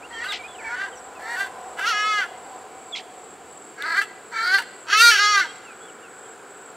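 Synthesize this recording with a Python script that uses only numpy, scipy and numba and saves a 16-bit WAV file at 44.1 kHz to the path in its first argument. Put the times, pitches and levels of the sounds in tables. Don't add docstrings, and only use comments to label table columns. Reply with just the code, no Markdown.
import sys
import numpy as np
from scipy import signal
from scipy.fft import rfft, irfft
from scipy.io import wavfile
from scipy.ndimage import uniform_filter1d
from numba import njit

SR = 44100
rng = np.random.default_rng(int(sys.argv[2]) if len(sys.argv) > 2 else 0)


def wav_record(signal):
    frames = np.transpose(np.atleast_2d(signal))
    bounded = np.clip(frames, -1, 1)
    quanta = np.round(bounded * 32767).astype(np.int16)
    wavfile.write(sys.argv[1], SR, quanta)


N = 298116
TOP_HZ = 15780


def undb(db):
    return 10 ** (np.asarray(db) / 20)


def level(x, db):
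    return x * undb(db) / np.sqrt(np.mean(x ** 2))


def curve(table):
    s, *columns = np.transpose(table)
    return [np.interp(np.arange(N) / SR, s, c) for c in columns]


def gate(t0, t1, fade_s):
    start = int(t0 * SR)
    t = np.arange(start, min(int(t1 * SR), N)) / SR
    envelope = np.clip(np.minimum(t - t0, t1 - t) / fade_s, 0, 1)
    return slice(start, start + len(t)), envelope


@njit
def svf(x, hz, width):
    y, b, l = np.empty(len(x)), 0., 0.
    for i in range(len(x)):
        g, k = np.tan(np.pi * hz[i] / SR), width / hz[i]
        v = (b + g * (x[i] + 1e-18 - l)) / (1 + g * (g + k))
        b, l, y[i] = 2 * v - b, l + 2 * g * v, k * v
    return y


def band(x, hz, width):
    return svf(x, hz + np.zeros(N), 1. * width)


def twice(x, hz, width):
    stage_width = 0.97 * width
    return band(band(x, hz, stage_width), hz, stage_width)


def ring(x, modes):
    return sum((-1.) ** k * undb(db) * twice(x, hz, width) for k, (hz, width, db) in enumerate(modes))


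def walk(rate):
    k = int(SR / rate)
    steps = np.repeat(rng.standard_normal(N // k + 1), k)
    return 1.26 * uniform_filter1d(uniform_filter1d(steps, k), k)[:N]


def place(x, left_minus_right_db):
    return x * undb(np.array([[left_minus_right_db], [-left_minus_right_db]]) / 2)


# (frequency [Hz], relative density [dB])
AIR_SPECTRUM = [(15, -85), (40, -60), (80, -17.5), (332, -2), (446, 3.5), (600, -5), (875, -5.5),
                (1350, -5), (1860, -11.5), (3000, -16.5), (6090, -27.5), (7500, -11.5), (9890, -29.5),
                (15600, -37)]
AIR_DB = -45
# (time [s], level [dB])
WASH_LEVEL = [(0, -53), (1.0, -50), (2.6, -57), (3.3, -70.5), (4.2, -57), (5.6, -48), (6.76, -51)]
# (frequency [Hz], mean peak level [dB])
FAINT_TONES = [(4600, -69.5), (2300, -64)]


def woodland():
    f = np.arange(N // 2 + 1) * SR / N + 1
    air_hz, air_db = np.array(AIR_SPECTRUM).T
    colour = undb(np.interp(np.log(f), np.log(air_hz), air_db))
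    mid, side = (irfft(rfft(rng.standard_normal(N)) * colour, N) for _ in range(2))
    hiss = level(mid + undb(-15.0) * side * np.array([[1], [-1]]), AIR_DB) * undb(0.2 * walk(2.86))
    wash = level(twice(rng.standard_normal(N), 1430, 400), 0) * undb(curve(WASH_LEVEL)[0])
    t = np.arange(N) / SR
    tones = sum(undb(db + 3.0 * walk(3.87)) * np.sin(2 * np.pi * hz * t) for hz, db in FAINT_TONES)
    return hiss + tones + wash


# (centre [Hz], width [Hz], relative level [dB])
ENGINE_BANDS = [(745.7, 56, 1), (1010, 44, -7.5), (506, 34, -11)]
DRONE_PEAK_S, DRONE_PEAK_DB, DRONE_REST_DB = 1.57, -39, -54.5
DRONE_RISE_DB_S, DRONE_FALL_DB_S = 8, 7
RUMBLE_START_DB, RUMBLE_FADE_DB_S = -64.5, 3


def drone():
    hum = 0
    for hz, width, db in ENGINE_BANDS:
        centre_hz = hz * (1 + 0.0046 * walk(3.0))
        hum = hum + undb(db + 2.0 * walk(9)) * level(band(rng.standard_normal(N), centre_hz, width), 0)
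    t = np.arange(N) / SR
    rise_db, fall_db = DRONE_RISE_DB_S * (DRONE_PEAK_S - t), DRONE_FALL_DB_S * (t - DRONE_PEAK_S)
    near_db = DRONE_PEAK_DB - np.maximum(rise_db, fall_db)
    rumble = level(twice(rng.standard_normal(N), 72.4, 28), RUMBLE_START_DB)
    return hum * np.hypot(undb(near_db), undb(DRONE_REST_DB)) + rumble * undb(-RUMBLE_FADE_DB_S * t)


# (time [s], length [s], from [Hz], to [Hz], bend [<1 glides early, >1 late],
# loudest point [share of length], level before flutter and pan [dB])
HIGH_GLIDES = [(0.02, 0.043, 2060, 2870, 0.5, 0.83, -46.5), (0.125, .06, 3270, 3140, 0.53, 0.89, -43),
               (0.183, 0.017, 3200, 2740, 1.1, .3, -46), (0.22, .018, 2940, 2620, 1.01, .6, -44),
               (0.238, 0.032, 2580, 2960, 0.95, .6, -41), (0.285, 0.041, 3950, 3230, 1.7, 0.6, -28),
               (0.388, 0.039, 2300, 2270, 1.5, 0.33, -38.5), (0.435, 0.037, 2200, 2520, .4, .55, -37.5),
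               (0.48, 0.069, 3430, 3390, 1, 0.71, -49), (0.545, 0.023, 3220, 2680, 1.1, .4, -47),
               (0.585, .04, 2820, 2006, 0.624, 0.17, -40.5), (0.642, 0.083, 2307, 2196, 0.7, 0.28, -36),
               (0.92, .03, 3290, 2870, 1.2, .6, -49), (0.955, 0.041, 6470, 5570, 0.5, .6, -51),
               (1.15, 0.041, 2740, 2440, 0.84, .55, -50.5), (2.922, 0.031, 3820, 3270, 0.37, 0.89, -31.5),
               (5.47, 0.056, 3200, 3260, 0.94, 0.59, -45.5), (5.645, .09, 3050, 2358, .55, 0.45, -49),
               (5.8, 0.079, 3320, 3470, 1.3, .7, -53.5), (5.872, .033, 3450, 2800, .8, .6, -50.5),
               (6.02, 0.063, 3137, 2480, 0.62, 0.79, -54), (6.245, 0.034, 3420, 3100, 1.1, .55, -58)]
# (time [s], length [s], level before fades and pan [dB], left minus right [dB])
BIRD_CHURRS = [(0.32, 0.074, -29, 2.5), (2.95, 0.07, -31, -3)]
GLIDE_SWELL = 0.24


def high_glides_and_churrs():
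    glides, out = np.zeros(N), np.zeros((2, N))
    waver = 1 + .007 * walk(120)
    for t0, length, from_hz, to_hz, bend, crest, db in HIGH_GLIDES:
        span, fade = gate(t0, t0 + length, 0.0013)
        u = np.linspace(0, 1, len(fade))
        hz = from_hz + (to_hz - from_hz) * u ** bend
        swell = np.minimum(u / crest, (1 - u) / (1 - min(crest, .9))) ** GLIDE_SWELL
        phase = 2 * np.pi * np.cumsum(hz * waver[span]) / SR
        tone = np.sin(phase) + 0.059 * np.sin(2 * phase)
        glides[span] += np.sqrt(2) * fade * swell * undb(db) * tone
    wander = walk(260)
    rasp = twice(twice(rng.standard_normal(N), 3330, 3700), 3800, 3700)
    for t0, length, db, pan_db in BIRD_CHURRS:
        span, fade = gate(t0, t0 + length, 0.00093)
        t = np.arange(len(fade)) / SR
        hz = 2600 * np.exp(.26 * np.cos(2 * np.pi * 72 * t) + .1 * wander[span])
        phase = 2 * np.pi * np.cumsum(hz) / SR
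        tone = np.sin(phase) + .3 * np.sin(2 * phase)
        churr = tone + 2.4 * np.minimum(t / .012, 1) * rasp[span]
        decay = np.clip((length - t) / 0.056, 0, 1)
        out[:, span] += place(fade * decay * level(churr, db), pan_db)
    flutter = undb(2.5 * walk(90))
    return out + place(glides * flutter, -2.3)


# (centre [Hz], nominal width [Hz], level before swell and throb [dB])
TYMBAL_BANDS = [(7890, 130, -56.5), (7667, 230, -52), (7530, 44, -60)]
# (enters [s], leaves [s], floor between phrases before the neighbour's drop [dB])
TYMBAL_PHRASE = [(0, .235, -22), (.04, .275, -8), (.1, .35, -7)]
CICADA_PHRASE_S, CICADA_START_S = .3747, .08


def cicadas():
    t = np.arange(N) / SR
    age_s = (t - CICADA_START_S) % CICADA_PHRASE_S
    throb = 1 + .38 * np.sin(2 * np.pi * np.cumsum(42.5 * (1 + .04 * walk(5))) / SR)
    neighbour = np.clip((5.6 - t) / .1, .35, 1)
    out = 0
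    for (hz, width, db), (enters, leaves, rest_db) in zip(TYMBAL_BANDS, TYMBAL_PHRASE):
        swell = np.clip(np.minimum(age_s - enters, leaves - age_s) / 0.012, undb(rest_db) * neighbour, 1)
        out = out + swell * throb * level(twice(rng.standard_normal(N), hz, width), db)
    pulse = np.clip(3.0 * np.sin(2 * np.pi * (t - 5.995) / .18) + 1.2, .3, 1)
    out = out + pulse * level(twice(rng.standard_normal(N), 9140, 280), -66.0)
    return out + neighbour * level(twice(rng.standard_normal(N), 8870, 500), -68.5)


# (from [s], beak resonance [Hz], nasal, palate, throat and top ring relative level [dB],
# roughness [0-1], strong-weak alternation [0-1])
NOTE_POSTURES = [(0.11, 1810, -16, -17, -24, -28, 0.086, 0.23), (0.24, 1570, -9, -13, -27, -9.5, .12, 0.2),
                 (0.6, 1600, -28, -22, -26, -30, 0.15, 0.32),
                 (0.755, 1650, -12.5, -20, -29, -33, 0.22, .03),
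                 (1.2, 1780, -16.5, -16, -24, -11, 0.14, 0.32),
                 (1.36, 1610, -12, -17, -24, -11.5, 0.14, 0.027),
                 (1.77, 1550, -8.5, -18.5, -22.5, -15.5, 0.06, 0.091),
                 (1.86, 1415, -6.5, -10, -13.5, -15, 0.12, 0.036),
                 (1.93, 1660, -6, -14.5, -15, -28, 0.053, .01),
                 (2.04, 1566, -8, -14, -19.5, -24, 0.029, 0.018),
                 (2.2, 1510, -11.5, -19.5, -25, -24, 0.13, 0.048),
                 (3.77, 1600, -33, -18, -26, -25, 0.047, 0.033),
                 (3.85, 1642, -35, -12.5, -38, -24.5, 0.44, .04),
                 (3.945, 1597, -19.5, -15.5, -33, -19, 0.083, 0.054),
                 (4.014, 1620, -5, -15, -19, -9, 0.16, 0.24),
                 (4.31, 1655, -21, -13.5, -24, -24, 0.13, 0.12),
                 (4.428, 1456, -21, -9, -39, -18.5, 0.23, .15),
                 (4.49, 1620, -15.5, -11, -35, -19.5, .11, 0.028),
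                 (4.58, 1537, -7.5, -10.5, -19, -14, 0.47, 0.065),
                 (4.87, 1580, -5.5, -9, -13.5, -22, 0.11, 0.045),
                 (4.969, 1450, 0, -5.5, -10, -6.5, 0.071, 0.011),
                 (5.02, 1450, -13, -4.5, -16.5, -9.5, 0.036, 0.029),
                 (5.099, 1660, -5, -9, -11, -14.5, 0.17, 0.03),
                 (5.194, 1520, -8, -7, -10.5, -24, 0.037, .02),
                 (5.36, 1598, -11.5, -12.5, -18, -22, 0.15, .01)]
NOTE_GLIDE_S = 0.016
ONSET_RASP, ONSET_S, TAIL_RASP, TAIL_S = 0.508, 0.0385, 0.491, 0.026
FAINT_DB, FAINT_BRIGHT_DB_PER_DB = -30.5, 0.19


def posture(db):
    t = np.arange(N) / SR
    starts, *columns = np.transpose(NOTE_POSTURES)
    note = np.maximum(np.searchsorted(starts, t) - 1, 0)
    beak_hz, nasal_db, palate_db, throat_db, top_db, rough, alternation = (
        uniform_filter1d(c[note], size=int(NOTE_GLIDE_S * SR)) for c in columns)
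    for call in SQUAWK_CALLS:
        rough = rough + ONSET_RASP * np.exp(-((t - call[0][0]) / ONSET_S) ** 2)
        rough = rough + TAIL_RASP * np.exp(-((t - call[-1][0]) / TAIL_S) ** 2)
    lift_db = FAINT_BRIGHT_DB_PER_DB * np.maximum(FAINT_DB - db, 0)
    rings_db = [ring_db + lift_db for ring_db in (nasal_db, palate_db, throat_db, top_db)]
    return beak_hz, *rings_db, np.clip(rough, 0, 1), np.clip(alternation, 0, 1)


def syrinx(hz, on, rough, alternation):
    phase = 2 * np.pi * np.cumsum(hz * (1 + .085 * rough * walk(350))) / SR
    pulses = np.zeros(N)
    for k in np.arange(.5, 48, .5):
        share = 1. if k % 1 == 0 else alternation[on]
        pulses[on] += share * np.cos(k * phase[on] - 0.028 * k * k) * (k * hz[on] < TOP_HZ)
    hiss = (1 + .5 * np.cos(phase)) * rng.standard_normal(N)
    shimmer = undb(5.0 * rough * walk(300))
    return pulses * shimmer + 2.8 * rough * hiss


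# (time [s], mean pulse rate [Hz], effort level [dB])
SQUAWK_CALLS = [
    [(0.11, 461, -43), (0.134, 452.5, -40.5), (0.196, 455.5, -32.5), (0.236, 490, -29), (0.244, 355, -28.5),
     (0.282, 410.6, -33), (0.32, 407.4, -33.5), (0.335, 429, -38.5)],
    [(0.6, 444, -47), (0.62, 450.7, -42), (0.678, 451.6, -33), (0.751, 496, -27), (0.759, 361.7, -34),
     (0.819, 400.4, -25), (0.849, 395, -29.5), (0.89, 314, -40)],
    [(1.2, 448.2, -44), (1.236, 428.7, -38.5), (1.31, 476, -29), (1.356, 482.4, -28), (1.364, 366.9, -30),
     (1.41, 398.6, -22.5), (1.45, 384, -30.5), (1.48, 355, -39.5)],
    [(1.777, 346, -38), (1.791, 350, -29), (1.821, 381, -26.5), (1.865, 445.7, -22.5),
     (1.888, 489.3, -19.5), (1.931, 414.3, -24), (2.093, 430.6, -22), (2.172, 414.2, -23),
     (2.206, 400, -20.5), (2.24, 349.3, -26), (2.26, 354.3, -37.5)],
    [(3.77, 249.1, -47), (3.798, 271.4, -34.5), (3.844, 298.8, -27), (3.856, 328, -27.5),
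     (3.941, 326, -23.5), (3.949, 357, -23), (3.987, 404, -15.5), (4.01, 388.4, -22.5), (4.018, 442, -21.5),
     (4.055, 428, -46.5)],
    [(4.31, 467.6, -60), (4.324, 474.7, -36), (4.382, 441.5, -23), (4.456, 465.7, -23), (4.464, 350.8, -22),
     (4.524, 380.8, -19), (4.548, 395, -13), (4.578, 384.6, -20.5), (4.586, 466.3, -20.5),
     (4.635, 424.7, -43)],
    [(4.87, 306.5, -48), (4.89, 331, -29.5), (4.94, 426.7, -14), (4.98, 436, -19), (5.026, 473.8, -10.5),
     (5.092, 469.2, -10.5), (5.152, 411, -17.5), (5.17, 373.5, -20.5), (5.198, 412.3, -17),
     (5.255, 414.6, -17), (5.305, 418.5, -20), (5.398, 390.8, -15), (5.442, 323, -27.5), (5.47, 295.8, -38)],
]
# (centre [Hz], nominal width [Hz], relative level [dB])
WINDPIPE_RINGS = [(1301, 62, -1.5), (1950, 228, -8.5)]
# (centre [Hz], nominal width [Hz], relative level [dB])
THROAT_RINGS = [(5480, 1110, 16), (7140, 900, -1.5)]
# (centre [Hz], nominal width [Hz], relative level [dB])
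TOP_RINGS = [(8200, 3500, 7.5), (11430, 2300, -8), (13500, 5800, -0.5)]
# (mean delay [s], level [dB])
BRANCH_ECHOES = [(.0013, -7), (.0031, -4), (.0074, -7), (.0127, -11)]
CALL_MARGIN_S = .006


def hornbill():
    hz, db = curve(np.concatenate(SQUAWK_CALLS))
    db = uniform_filter1d(db, size=350)
    voiced = np.zeros(N)
    for call in SQUAWK_CALLS:
        voiced[int((call[0][0] - CALL_MARGIN_S) * SR):int((call[-1][0] + CALL_MARGIN_S) * SR)] = 1
    voiced = uniform_filter1d(voiced, size=600)
    beak_hz, nasal_db, palate_db, throat_db, top_db, rough, alternation = posture(db)
    air = syrinx(hz, voiced > 1e-6, rough, alternation)
    now = np.arange(N)
    echoes = sum(undb(echo_db) * np.interp(now - SR * (s + 0.00019 * walk(7)), now, air)
                 for s, echo_db in BRANCH_ECHOES)
    air = air + echoes
    (low_hz, low_width, low_db), (pipe_hz, pipe_width, pipe_db) = WINDPIPE_RINGS
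    low = twice(air, beak_hz, 350) + undb(low_db) * twice(air, low_hz, low_width)
    parts = [(low, db),
             (twice(air, pipe_hz, pipe_width), db + pipe_db),
             (twice(air, 2744, 1070), db + nasal_db),
             (twice(air, 4367, 800), db + palate_db),
             (ring(air, THROAT_RINGS), db + throat_db + 2.0),
             (ring(air, TOP_RINGS), 1.42 * db + top_db + 21.0 * rough - 2),
             (twice(air, hz, 93), 1.066 * db - 26.0)]
    voice = sum(undb(part_db) * x / np.sqrt(uniform_filter1d(x ** 2, size=1300) + 1e-6) for x, part_db in parts)
    chest_db = 0.8 * db + 21 * np.minimum(rough + alternation, .6) - 26.0
    return voiced * (voice + undb(chest_db) * twice(air, 948, 284))


def trees(x, t60_s, wet_db):
    t = np.arange(int(.7 * SR)) / SR
    decay = np.exp(-np.log(1000) * t / t60_s) * np.clip(t / 0.0022, 0, 1)
    mid, side = rng.standard_normal((2, len(t))) * decay
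    tail = level(mid + 0.31 * side * np.array([[1], [-1]]), wet_db) / np.sqrt(len(t))
    return signal.fftconvolve(band(x, 3000, 2500)[None], tail, axes=1)[:, :N]


# (time [s], impulse level before the resonances [dB])
TWIG_TICKS = [(3.8236, -11)]


def twig():
    x = np.zeros(N)
    for s, db in TWIG_TICKS:
        x[int(s * SR)] = undb(db)
    return 10.0 * band(x, 3680, 290) + 0.84 * band(x, 8500, 6900)


def scene():
    bird, high = hornbill(), high_glides_and_churrs()
    treble = undb(-19) * band(bird, 4100, 1800) + undb(-33) * band(bird, 18600, 6000)
    side = treble * np.array([[-1], [1]])
    tail = trees(bird + 0.81 * high[0], 0.85, -14.5)
    return bird + side + high + tail + twig() + cicadas() + drone() + woodland()


def record(dry):
    bend = signal.sosfilt(signal.butter(1, 60, "high", fs=SR, output="sos"), dry ** 2)
    rounded = 1.5 * np.tanh((dry - .03 * bend) / 1.5)
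    return signal.sosfilt(signal.ellip(12, .2, 80, TOP_HZ, fs=SR, output="sos"), rounded)


dry = scene()
out = record(dry)
wav_record(out)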